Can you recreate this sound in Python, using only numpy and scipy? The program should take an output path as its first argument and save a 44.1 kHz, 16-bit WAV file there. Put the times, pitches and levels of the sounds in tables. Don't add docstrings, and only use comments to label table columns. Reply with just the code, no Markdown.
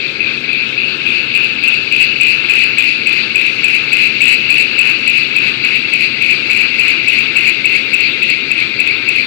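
import sys
import numpy as np
from scipy import signal
from scipy.fft import rfft, irfft, next_fast_len
from scipy.io import wavfile
from scipy.ndimage import uniform_filter1d

SR = 44100
rng = np.random.default_rng(int(sys.argv[2]) if len(sys.argv) > 2 else 0)


def unload_audio(sound):
    columns = np.transpose(np.atleast_2d(sound))
    steps = np.round(np.clip(columns, -1, 1) * 32767)
    wavfile.write(sys.argv[1], SR, steps.astype(np.int16))


def undo_db(level):
    steps = np.asarray(level, float) / 20
    return 10 ** steps


N = 408366
TIME = np.arange(N) / SR
BINS_HZ = np.maximum(np.fft.rfftfreq(N, 1 / SR), 1)
TURN_S, FIRST_TURN_S = 12637 / 44100, .1635
MEAN_FEED_DB = -10

# time in seconds, disc ring in dB, ring tilt in dB.
FEED = [(0.08, -15, -2), (0.59, -14, -2.1), (0.88, -14, 4), (1.17, -11.5, 2.5), (1.74, -11.5, 2.5),
        (2.03, -9.5, 3.5), (2.6, -8.5, 0.5), (3.17, -9.5, -0.4), (3.75, -9, -0.3), (4.32, -7, 0.2),
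        (4.75, -9, 2), (5.46, -10, -0.3), (6.04, -9.5, -1.8), (6.9, -8, -1.2), (7.62, -9, -2.5),
        (8.19, -10.5, -1.8), (8.9, -11.5, -4), (9.15, -11, -2.5)]
GRIND_EDGES_HZ = [1850, 2540, 3050, 3950, 5150]


def rms_one(x):
    return x / np.sqrt(np.mean(x ** 2))


def along(rows, at, log=False):
    key, *columns = np.transpose(rows)
    if log:
        key, at = np.log(key), np.log(at)
    return [np.interp(at, key, column) for column in columns]


def drift(rate_hz):
    knots = rng.standard_normal(int(N / SR * 60) + 2)
    return np.interp(TIME * np.clip(rate_hz, .1, 60), np.arange(len(knots)), knots)


def ring_lean(hz):
    return np.clip((hz - GRIND_EDGES_HZ[1]) / 300, -1, 1)


def feed():
    disc_db, ring_tilt_db = along(FEED, TIME)
    swing = disc_db - MEAN_FEED_DB
    high_db = -21.5 + 0.36 * swing
    low_db = -30.5 + 0.26 * swing
    high_tilt_db = -0.55 + .6 * swing
    return disc_db, high_db, low_db, ring_tilt_db, high_tilt_db


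def runout():
    # seconds into the turn, depth of bite in dB.
    bite_depth = [
        (0, 0),
        (.027, -4.2),
        (.035, 3.6),
        (.061, 3.8),
        (.085, 2.2),
        (.1, 5),
        (.16, 5),
        (.225, -0.5),
        (.2866, -2),
    ]
    trail_s, trail_width_s, trail_follows = .14, .05, .5
    into = (TIME - FIRST_TURN_S) % TURN_S
    trail = np.exp(-((into - trail_s) / trail_width_s) ** 2)
    disc = along(bite_depth, into)[0] + trail_follows * trail * (feed()[0] - MEAN_FEED_DB)
    once_db, once_s = 1.3, 0.15
    twice_db, twice_s = 1.47, 0.017
    angle = 2 * np.pi * (TIME - FIRST_TURN_S) / TURN_S
    once = once_db * np.cos(angle - 2 * np.pi * once_s / TURN_S)
    twice = twice_db * np.cos(2 * (angle - 2 * np.pi * twice_s / TURN_S))
    return disc, .25 * disc, once + twice


def bites(rise_s, spread_db, slip_rad, wander_rad):
    # seconds into the turn, ring in Hz, level at mid cut in dB, wear in dB per second.
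    tooth_rows = [(.006, 2266, 2.5, -1.1), (.032, 2300, 12.5, 0.4), (.035, 2620, 7, -0.2),
                  (.043, 2570, 22, .1), (.053, 2447, 12.5, -1.5), (.058, 2662, 13.5, 0.54),
                  (.0663, 2508, 12.5, -1.25), (.0805, 2325, 7.5, 0.7), (.082, 2550, 14.5, -1.1),
                  (.092, 2275, 0, -1), (0.0989, 2492, 11.5, -1.8), (.106, 2561, 11, -1.5),
                  (0.1158, 2520, 15, 0.94), (0.1272, 2564, 13, -0.55), (.139, 2236, 5, 2),
                  (0.1402, 2577, 3, 0.3), (0.1465, 2585, 12, 0.45), (.151, 2308, 10, 0.7),
                  (0.1629, 2340, -4, 1.14), (0.1626, 2634, 2, -0.8), (.176, 2523, 2.5, -0.5),
                  (.186, 2480, 9, -1), (.191, 2722, 2, -0.7), (.199, 2600, 3, 0.7), (.215, 2570, 6, -2.2),
                  (.221, 2760, 3, 0.8), (0.2364, 2466, -2.5, 2), (.2525, 2174, -0.5, 1),
                  (.277, 2244, 5.5, -1.1), (0.2815, 2510, 6.5, -1.2)]
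    mid_cut_s = 4.6
    tilt_share = 0.56
    turns = np.arange(-1, 33)
    t = np.arange(1200) / SR
    swell = t / rise_s * np.exp(1 - t / rise_s)
    out = np.zeros((2, N + 2 * SR))
    for s, hz, level_db, wear_db in tooth_rows:
        chance = rng.standard_normal((5, len(turns)))
        at = FIRST_TURN_S + turns * TURN_S + s - rise_s
        lean_db = tilt_share * ring_lean(hz) * along(FEED, at)[1]
        worn_db = level_db + wear_db * (at - mid_cut_s)
        size = undo_db(worn_db + lean_db + spread_db * chance[0])
        starts = ((at + 1) * SR).astype(int)
        for path in range(2):
            slip = slip_rad * chance[1 + path]
            wander = wander_rad * np.cumsum(chance[3 + path])
            phase = rng.uniform(0, 2 * np.pi) + slip + wander
            rings = size[:, None] * swell * np.sin(2 * np.pi * hz * t + phase[:, None])
            for start, ring in zip(starts, rings):
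                out[path, start:start + len(t)] += ring
    return rms_one(out[:, SR:SR + N])


def rim_noise(same, lasting):
    size = round(TURN_S * SR)
    wear = rng.standard_normal((2, 60, size))
    rim = signal.lfilter([np.sqrt(1 - lasting ** 2)], [1, -lasting], wear, axis=1)
    rim = rim[:, 20:].reshape(2, -1)[:, :N]
    return np.sqrt(same) * rim + np.sqrt(1 - same) * rng.standard_normal((2, N))


def disc_modes(white, tilt_db):
    # pitch in Hz, width in Hz, level in dB.
    mode_rows = [(2090, 11, -6.5), (2092, 30, -17), (2212, 13.6, -9.5), (2365, 12.7, -3.5),
                 (2408, 19.5, -2), (2507.5, 46.4, 0.5), (2577, 13.4, -5.5), (2450, 9.8, -9),
                 (2693, 17, -0.5), (2746, 14.6, -4), (3060, 4.7, -46), (3680, 48, -26), (4390, 4.7, -11.5),
                 (4566, 42, -17.5)]
    out = 0
    for k, (hz, width_hz, level_db) in enumerate(mode_rows):
        r = np.exp(-np.pi * max(width_hz, 3) / SR)
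        mode = signal.lfilter([1, 0, -1], [1, -2 * r * np.cos(2 * np.pi * hz / SR), r * r], white)
        level = undo_db(level_db + ring_lean(hz) * tilt_db)
        out = out + (-1) ** k * level * (1 - r * r) * mode
    return rms_one(out)


def grind(disc_db, high_db, low_db, ring_tilt_db, high_tilt_db, patchy_db):
    # frequency in Hz, level in dB per Hz.
    hiss_colour = [(600, -38), (760, -22), (1200, -11), (1500, -6), (1830, -7.5), (2000, 3), (2600, 18),
                   (2930, 9), (3100, -1.5), (4550, 2.5), (5050, -14), (5800, -23), (9000, -36),
                   (15500, -46)]
    white = rim_noise(same=.7, lasting=.93)
    hiss = rfft(white) * undo_db(along(hiss_colour, BINS_HZ, log=True)[0])
    band = np.searchsorted(GRIND_EDGES_HZ, BINS_HZ)
    low, under, over, mid, high, air = [irfft(hiss * (band == k), N) for k in range(6)]
    disc, upper, top = runout()

    ring = undo_db(-.7 * ring_tilt_db) * under + undo_db(1.0 * ring_tilt_db) * over
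    mid = undo_db(upper - high_tilt_db / 2 + patchy_db * drift(25)) * mid
    high = undo_db(top + high_tilt_db / 2 + patchy_db * drift(25)) * high
    bright = mid + high + undo_db(patchy_db * drift(10)) * air
    modes = disc_modes(white * undo_db(0.99 * disc), ring_tilt_db)

    low_part = undo_db(low_db + patchy_db * drift(20)) * rms_one(low)
    bright_part = undo_db(high_db - 0.44) * rms_one(bright)
    ring_part = undo_db(disc_db - 5.5 + 0.8 * disc + patchy_db * drift(40)) * rms_one(ring)
    return low_part + bright_part + ring_part + undo_db(disc_db - 4.5) * modes


def engine():
    # frequency in Hz, level in dB per Hz.
    drone_colour = [(12, -58), (20, -22), (48, -18), (127, -4.5), (142, -5.5), (182, -9), (215, -2),
                    (259, -1.5), (289, -5), (348, -1), (466, -5.5), (503, -9), (536, -10), (615, -18.5),
                    (800, -21.5), (1040, -49), (1760, -120)]
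    # pitch in Hz, level in dB.
    hum_orders = [(134.6, -47), (226.1, -43.5), (269.2, -43.5), (312.2, -46.5), (543.7, -51.5),
                  (25, -62.5), (76, -60), (150, -52.5), (163, -57)]
    drone_db, unsteady_db, unsteady_hz = -33, 1.3, 1.506
    bass_loss = np.sqrt(1 + (66 / BINS_HZ) ** 4)
    colour = undo_db(along(drone_colour, BINS_HZ, log=True)[0]) / bass_loss
    rumble = rms_one(irfft(rfft(rng.standard_normal((2, N))) * colour, N))
    rumble = undo_db(drone_db + 2.5 + 0.59 * drift(7.5)) * rumble
    for hz, level_db in hum_orders:
        phase = 2 * np.pi * np.cumsum(hz + unsteady_hz * drift(4)) / SR
        rumble = rumble + undo_db(level_db + 5.0 + unsteady_db * drift(3)) * np.sin(phase)
    return rumble


def scene():
    # frequency in Hz, level in dB, likeness 0-1, phase in radians.
    shade_rows = [(30, -7, .6, 0), (90, -7.5, .94, -.1), (260, -10, .97, -.3), (500, -11, .8, 0.1),
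                  (750, 0.1, .5, -.7), (1150, -9, .68, -3.0), (1550, -13, .6, -.7), (1900, -10, .3, -.2),
                  (2200, -12, .8, -1.8), (2500, -25, .6, -2.4), (2680, -27, .6, -1.75),
                  (3050, -13, .3, -1.5), (4400, -21, .25, -2.5), (6000, -20, .05, -2.5),
                  (11000, -40, .05, -2.5)]
    disc_db, *controls = feed()
    rings = bites(rise_s=.0024, spread_db=1.3, slip_rad=.2, wander_rad=.17)
    teeth = undo_db(disc_db - 2.5 + .12 * (disc_db - MEAN_FEED_DB)) * rings
    direct, other = rfft(teeth + grind(disc_db, *controls, patchy_db=2.0) + engine())
    shade_db, alike, phase = along(shade_rows, BINS_HZ, log=True)
    alike = np.clip(alike, 0, 1)
    shared = alike * np.exp(1j * phase) * direct
    right = undo_db(shade_db) * (shared + np.sqrt(1 - alike ** 2) * other)
    return irfft(np.array([direct, right]), N)


def thinned(x, uneven_db):
    # frequency in Hz, level in dB under the whole frame.
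    faintest = [(4400, -78), (5100, -65.5), (5400, -50.5), (6100, -54.5), (6500, -64), (9000, -59),
                (11500, -59), (14500, -67), (15500, -58)]
    hz, _, lines = signal.stft(x, SR, window="cosine", nperseg=2048, noverlap=1024)
    whole = np.sqrt(np.sum(np.abs(lines) ** 2, axis=1, keepdims=True))
    uneven = rms_one(uniform_filter1d(rng.standard_normal((2, 65, lines.shape[2])), size=2))
    uneven = uneven[:, np.arange(len(hz)) // 16]
    floor_db = along(faintest, hz + 1, log=True)[0][:, None]
    least = whole * undo_db(floor_db + uneven_db * uneven)
    kept = lines * (np.abs(lines) > least)
    return signal.istft(kept, SR, window="cosine", noverlap=1024)[1][:, :N]


def low_pass(x):
    return signal.sosfilt(signal.butter(12, 15680, fs=SR, output="sos"), x)


def record(dry):
    ceiling, softness = 1.5, 4.0
    envelope = np.abs(signal.hilbert(dry, next_fast_len(N))[:, :N])
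    swing = uniform_filter1d(envelope, size=24)
    limited = dry / (1 + (swing / ceiling) ** softness) ** (1 / softness)
    ragged_db = 0.48
    top = 0.958 * undo_db(ragged_db * rng.standard_normal(dry.shape))
    clipped = np.clip(limited, -top, top)
    return low_pass(thinned(clipped, uneven_db=3.5))


dry = scene()
out = record(dry)
unload_audio(out)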